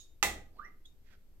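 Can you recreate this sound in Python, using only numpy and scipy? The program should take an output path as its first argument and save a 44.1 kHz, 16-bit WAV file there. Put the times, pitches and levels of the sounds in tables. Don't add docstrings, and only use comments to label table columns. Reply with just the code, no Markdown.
import sys
import numpy as np
from scipy import signal
from scipy.fft import rfft, irfft
from scipy.io import wavfile
from scipy.ndimage import uniform_filter1d

SR = 44100
rng = np.random.default_rng(int(sys.argv[2]) if len(sys.argv) > 2 else 0)


def store_wav(level_fs):
    pcm = np.round(np.clip(np.atleast_2d(level_fs), -1, 1) * 32767)
    wavfile.write(sys.argv[1], SR, pcm.T.astype(np.int16))


N = 61740

# (frequency [Hz], density [dB per Hz])
AIR_COLOUR = [(12, 18.5), (25, -5), (40, -7), (68, -4.5), (100, -15.5), (200, -19.5), (350, -22.5),
              (600, -31), (1100, -38.5), (2500, -40.5), (6000, -44), (12000, -46), (16000, -51)]
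AIR_DB, AIR_ALIKE_HZ = -54.5, 488
WHINE_HZ, WHINE_DB = 11820, -85.5

# (frequency [Hz], T60 [s])
ROOM_T60 = [(80, .75), (260, .56), (700, .39), (1900, .34), (5000, .3), (8000, .275), (14000, .23)]
ROOM_GAP_S, ROOM_BUILD_S, BASS_BUILD_CYCLES = .0006, .001, 2.2
ROOM_PAN_DB, ROOM_ALIKE_HZ = -2, 665
PORT_LAG_S = .00011

# (centre [s], bell width [s], level [dB], resonance at centre [Hz],
# resonance re hiss [dB], bass re hiss [dB], pan [dB])
BRUSHES = [(0.582, 0.03, -79, 4200, -2, 8.5, -6), (0.663, 0.031, -78.5, 2550, 0, 9.5, -1),
           (1.08, 0.024, -78, 1840, -2, -42, -16.5), (1.126, 0.021, -71.5, 1608, 1, -3, -12),
           (1.37, 0.027, -102, 1620, -3.5, 16, -11)]
# (frequency [Hz], level [dB])
BRUSH_HISS = [(300, -41), (1000, -2), (1500, 10.5), (3200, 7.5), (5500, 2), (9000, -11.5), (15500, -15)]
# (frequency [Hz], level [dB])
BRUSH_BASS = [(60, -11), (200, 10.5), (550, 7.5), (1000, -2), (2000, -43)]
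BRUSH_WIDTH_HZ, BRUSH_SAG_PER_S = 550, 3.5
BRUSH_GRAIN_DB, BRUSH_ROOM_DB = 2, -6

# (time [s], base level [dB], click re base [dB], pan [dB],
# room send [dB], treble tilt of the ring [dB per octave], free ring [s])
TICKS = [(.001, -58.5, 13.5, -11, 1.5, -1.5, 0.13), (.856, -60.5, 15.5, -3, -12, -12, 0.071)]
# (frequency [Hz], level re tick base before tilt [dB], T60 [s], pan re tick [dB])
FITTING_MODES = [(3690, -5.5, .26, 15.5), (3900, -7.5, .13, -6.5), (3750, -6, .14, -9),
                 (6438, -5, 0.19, -5), (6860, -2.5, .23, 8), (6680, 0, 0.11, -14.5)]
# (frequency [Hz], level [dB])
FITTING_CLICK = [(300, -23.5), (2000, -14.5), (3200, 2), (7000, 4.5), (10000, -3), (15500, -10)]
TICK_BOUNCE_S, TICK_BOUNCE_DB, FITTING_MUTE_S = .0045, -.5, .008
CLICK_ROOM_DB, FITTING_ROOM_DB = 11.5, -1.5
SLIDE_S, SLIDE_WIDTH_S, SLIDE_HZ = .8575, .0045, 3380
SLIDE_DB, SLIDE_PAN_DB, SLIDE_ROOM_DB = -62, -20, -11

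# (time [s], pitch before jitter [Hz], level before flutter [dB])
SQUEAK_PATH = [(.53, 520, -78), (.565, 800, -68), (.585, 1080, -71), (.593, 1195, -49), (.6, 1215, -43),
               (.607, 1265, -51), (.619, 1510, -53), (.635, 1680, -56), (.649, 1900, -53),
               (.667, 2060, -54), (.68, 2120, -75)]
# (delay [s], level [dB], pan [dB])
SQUEAK_ECHOES = [(.011, -7.5, -3.5), (0.02, -15.5, -9.5), (.034, -15, -12)]
SQUEAK_JITTER = .02
SQUEAK_FLUTTER_DB, SQUEAK_PAN_DB, SQUEAK_ROOM_DB = -3, -11, -5
SQUEAK_RESONANCE_HZ, SQUEAK_RESONANCE_WIDTH_HZ, SQUEAK_THIRD_DB = 5650, 217, -15.5

CLACK_S = .2269
# (delay [s], level before crack trim [dB])
CONTACTS = [(0, -14.5), (.0008, -2), (.0016, 1), (.0055, -7), (.0094, 1), (.0102, -6.5)]
# (frequency [Hz], level [dB])
CRACK_COLOUR = [(60, -21.5), (180, -8.5), (330, -3.5), (560, -2.5), (800, -0.5), (1100, -19.5),
                (1550, -5.5), (2050, 1.5), (2700, -6.5), (3300, -2.5), (4800, -10.5), (6500, -4),
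                (7800, -4.5), (9500, -11.5), (12000, -10.5), (15500, -13)]
CRACK_DB, CRACK_PAN_DB, CRACK_ROOM_DB = -2, -13.5, 12.5
# (frequency [Hz], level before radiation [dB], T60 [s])
KNOCK_MODES = [(820.5, -27.5, .035), (1259, -17, 0.019), (2777, -17.5, 0.01), (4030, -26, 0.0071),
               (4424, -20, 0.013), (5750, -21, .009), (6410, -28, 0.022)]
KNOCK_RISE_S, KNOCK_PAN_DB, KNOCK_ROOM_DB = .00074, -10, -5.5
# (frequency [Hz], level before tube trim [dB], T60 [s], pan [dB])
TUBE_MODES = [(325, -48, .35, -1), (764, -44, .25, 0), (822, -35, .24, -3), (1010, -40, .24, -1),
              (1240, -41, .18, -3), (1385, -40, .15, -5), (1763, -43, .22, -1), (1878, -43, .25, -4),
              (1945, -37, .45, -3), (1982, -40, .36, -2), (2043, -33, .27, -2), (2530, -40, .2, 0),
              (2627, -37, .2, -5), (2716, -40, .2, -3), (3689, -39, .27, 1), (6415, -41, .18, -8)]
TUBE_DB, TUBE_FREE_S, TUBE_MUTE_S = 1, .225, .04
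BLUR_RATE_HZ, BLUR_PHASE_RAD, BLUR_DB = 80, .4, 2
RADIATE_LOW_HZ, RADIATE_HIGH_HZ = 482, 8900
# (frequency [Hz], level before slow onset [dB], T60 [s])
FLOOR_MODES = [(34.08, -42, 0.92), (69.8, -39.5, .7), (111.6, -53, 1)]
FLOOR_RISE_S = .036

TOP_HZ = 15900


def undb(db):
    return 10 ** (np.asarray(db) / 20)


def unit(x):
    return x / np.sqrt(np.mean(x ** 2))


def since(start_s):
    return np.maximum(np.arange(N) / SR - start_s, 0)


def decay(age, t60):
    return np.exp(-np.log(1000) * age / t60)


def soft_onset(age, rise_s):
    return 1 - np.exp(-(age / rise_s) ** 2)


def swell(centre_s, width_s):
    return np.exp(-.5 * ((np.arange(N) / SR - centre_s) / width_s) ** 2)


def on_log(hz, points):
    f, v = np.array(points, float).T
    return np.interp(np.log(np.maximum(hz, 1)), np.log(f), v)


def noise(colour):
    gain = undb(on_log(np.fft.rfftfreq(N, 1 / SR), colour))
    return unit(irfft(rfft(rng.standard_normal(N)) * gain, N))


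def waver(rate):
    count = int(SR / rate)
    once = uniform_filter1d(rng.standard_normal(N), count)
    return unit(uniform_filter1d(once, count))


def diffuse(alike_hz):
    mid, side = rfft(rng.standard_normal((2, N)))
    alike = .9 / (1 + (np.fft.rfftfreq(N, 1 / SR) / alike_hz) ** 2)
    opposite = np.array([[1], [-1]]) * side
    return mid * np.sqrt((1 + alike) / 2) + opposite * np.sqrt((1 - alike) / 2)


def click(start_s, colour, size=2048):
    cepstrum = irfft(np.log(undb(on_log(np.fft.rfftfreq(size, 1 / SR), colour))))
    cepstrum[1:size // 2] *= 2
    cepstrum[size // 2 + 1:] = 0
    pulse = irfft(np.exp(rfft(cepstrum)))
    return np.concatenate([np.zeros(max(int(start_s * SR), 0)), pulse, np.zeros(N)])[:N]


def ring(start_s, hz, db, t60, blurred=False):
    age = since(start_s)
    phase = 2 * np.pi * hz * age
    if blurred:
        phase = phase + BLUR_PHASE_RAD * waver(BLUR_RATE_HZ)
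        db = db + BLUR_DB * waver(BLUR_RATE_HZ)
    return (age > 0) * undb(db) * np.sin(phase) * decay(age, t60)


def place(x, pan_db):
    left = np.concatenate([np.zeros(int(abs(PORT_LAG_S) * SR)), x])[:N]
    return np.array([left * undb(pan_db / 2), x * undb(-pan_db / 2)])


def background():
    hz = np.fft.rfftfreq(N, 1 / SR)
    spectrum = diffuse(AIR_ALIKE_HZ) * undb(on_log(hz, AIR_COLOUR)) * (hz > 10)
    air = unit(irfft(spectrum, N))
    whine = unit(np.sin(2 * np.pi * WHINE_HZ * since(0)))
    return undb(AIR_DB) * air + undb(WHINE_DB) * whine


def room_response():
    centres = 31.25 * 2 ** np.arange(10)
    field, age, out = diffuse(ROOM_ALIKE_HZ), since(ROOM_GAP_S), 0
    for hz in centres:
        share = on_log(np.fft.rfftfreq(N, 1 / SR), list(zip(centres, centres == hz)))
        build = 1 - np.exp(-age / (ROOM_BUILD_S + BASS_BUILD_CYCLES / hz))
        out = out + irfft(field * share, N) * build * decay(age, on_log(hz, ROOM_T60))
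    pan = undb(np.array([[ROOM_PAN_DB], [-ROOM_PAN_DB]]) / 2)
    return unit(out) / np.sqrt(N) * pan


def echo(x, room, db):
    return undb(db) * signal.fftconvolve(x[None], room, axes=1)[:, :N]


def brushes(room):
    out = 0
    for centre, width, db, hz, peak_db, bass_db, pan_db in BRUSHES:
        falling_hz = hz * (1 - np.tanh(BRUSH_SAG_PER_S * (since(0) - centre)))
        phase = 2 * np.pi * np.cumsum(falling_hz) / SR
        peak = unit(waver(BRUSH_WIDTH_HZ) * np.cos(phase) + waver(BRUSH_WIDTH_HZ) * np.sin(phase))
        rub = noise(BRUSH_HISS) + undb(peak_db) * peak + undb(bass_db) * noise(BRUSH_BASS)
        grain_db = BRUSH_GRAIN_DB * waver(390)
        rub = rub * undb(db + grain_db) * swell(centre, width)
        out = out + place(rub, pan_db) + echo(rub, room, BRUSH_ROOM_DB)
    return out


def fitting_slide(room):
    slide = undb(SLIDE_DB) * swell(SLIDE_S, SLIDE_WIDTH_S) * np.sin(2 * np.pi * SLIDE_HZ * since(0))
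    return place(slide, SLIDE_PAN_DB) + echo(slide, room, SLIDE_ROOM_DB)


def ticks(room):
    out = 0
    for start, db, click_db, pan_db, room_db, treble_db, free_s in TICKS:
        bounce = undb(TICK_BOUNCE_DB) * click(start + TICK_BOUNCE_S, FITTING_CLICK)
        contact = undb(db + click_db) * (click(start, FITTING_CLICK) + bounce)
        out = out + place(contact, pan_db) + echo(contact, room, room_db + CLICK_ROOM_DB)
        free = np.exp(-since(start + free_s) / FITTING_MUTE_S)
        for hz, mode_db, t60, mode_pan_db in FITTING_MODES:
            tilt_db = treble_db * np.log2(hz / FITTING_MODES[0][0])
            mode = free * ring(start, hz, db + mode_db + tilt_db, t60, blurred=True)
            out = out + place(mode, pan_db + mode_pan_db)
            out = out + echo(mode, room, room_db + FITTING_ROOM_DB)
    return out


def squeak(room):
    t = since(0)
    times, hz, db = np.array(SQUEAK_PATH).T
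    pitch = np.interp(t, times, hz) * (1 + SQUEAK_JITTER * waver(360))
    phase = 2 * np.pi * np.cumsum(pitch) / SR
    resonance = signal.iirpeak(SQUEAK_RESONANCE_HZ, SQUEAK_RESONANCE_HZ / SQUEAK_RESONANCE_WIDTH_HZ, SR)
    third = signal.lfilter(*resonance, np.sin(3 * phase))
    level_db = np.interp(t, times, db, left=-np.inf, right=-np.inf)
    flutter_db = SQUEAK_FLUTTER_DB * waver(380)
    tone = (np.sin(phase) + undb(SQUEAK_THIRD_DB) * third) * undb(level_db + flutter_db)
    early = 0
    for delay, echo_db, pan_db in SQUEAK_ECHOES:
        early = early + place(undb(echo_db) * np.interp(t - delay, t, tone), pan_db)
    return place(tone, SQUEAK_PAN_DB) + early + echo(tone, room, SQUEAK_ROOM_DB)


def radiate(x):
    band = [RADIATE_LOW_HZ, RADIATE_HIGH_HZ]
    return signal.sosfilt(signal.butter(2, band, "band", fs=SR, output="sos"), x)


def joint_crack():
    return sum(undb(CRACK_DB + db) * click(CLACK_S + delay, CRACK_COLOUR) for delay, db in CONTACTS)


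def joint_knock():
    modes = sum(ring(CLACK_S, hz, db, t60) for hz, db, t60 in KNOCK_MODES)
    return radiate(modes * soft_onset(since(CLACK_S), KNOCK_RISE_S))


def tube_ring():
    out = 0
    for hz, db, t60, pan_db in TUBE_MODES:
        start = CLACK_S + rng.random() / hz
        out = out + place(ring(start, hz, TUBE_DB + db, t60, blurred=True), pan_db)
    return out * np.exp(-since(CLACK_S + TUBE_FREE_S) / TUBE_MUTE_S)


def floor_thud():
    modes = sum(ring(CLACK_S, hz, db, t60) for hz, db, t60 in FLOOR_MODES)
    return modes * soft_onset(since(CLACK_S), FLOOR_RISE_S)


def clack(room):
    knock = joint_knock()
    direct = place(radiate(joint_crack()), CRACK_PAN_DB) + place(knock, KNOCK_PAN_DB)
    direct = direct + tube_ring() + floor_thud()
    crack_echo = echo(click(CLACK_S, CRACK_COLOUR), room, CRACK_DB + CRACK_ROOM_DB)
    return direct + crack_echo + echo(knock, room, KNOCK_ROOM_DB)


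def scene():
    room = room_response()
    fitting = fitting_slide(room) + ticks(room)
    return background() + brushes(room) + fitting + squeak(room) + clack(room)


def record(dry):
    return signal.sosfilt(signal.ellip(8, .2, 70, TOP_HZ, fs=SR, output="sos"), dry)


dry = scene()
out = record(dry)
store_wav(out)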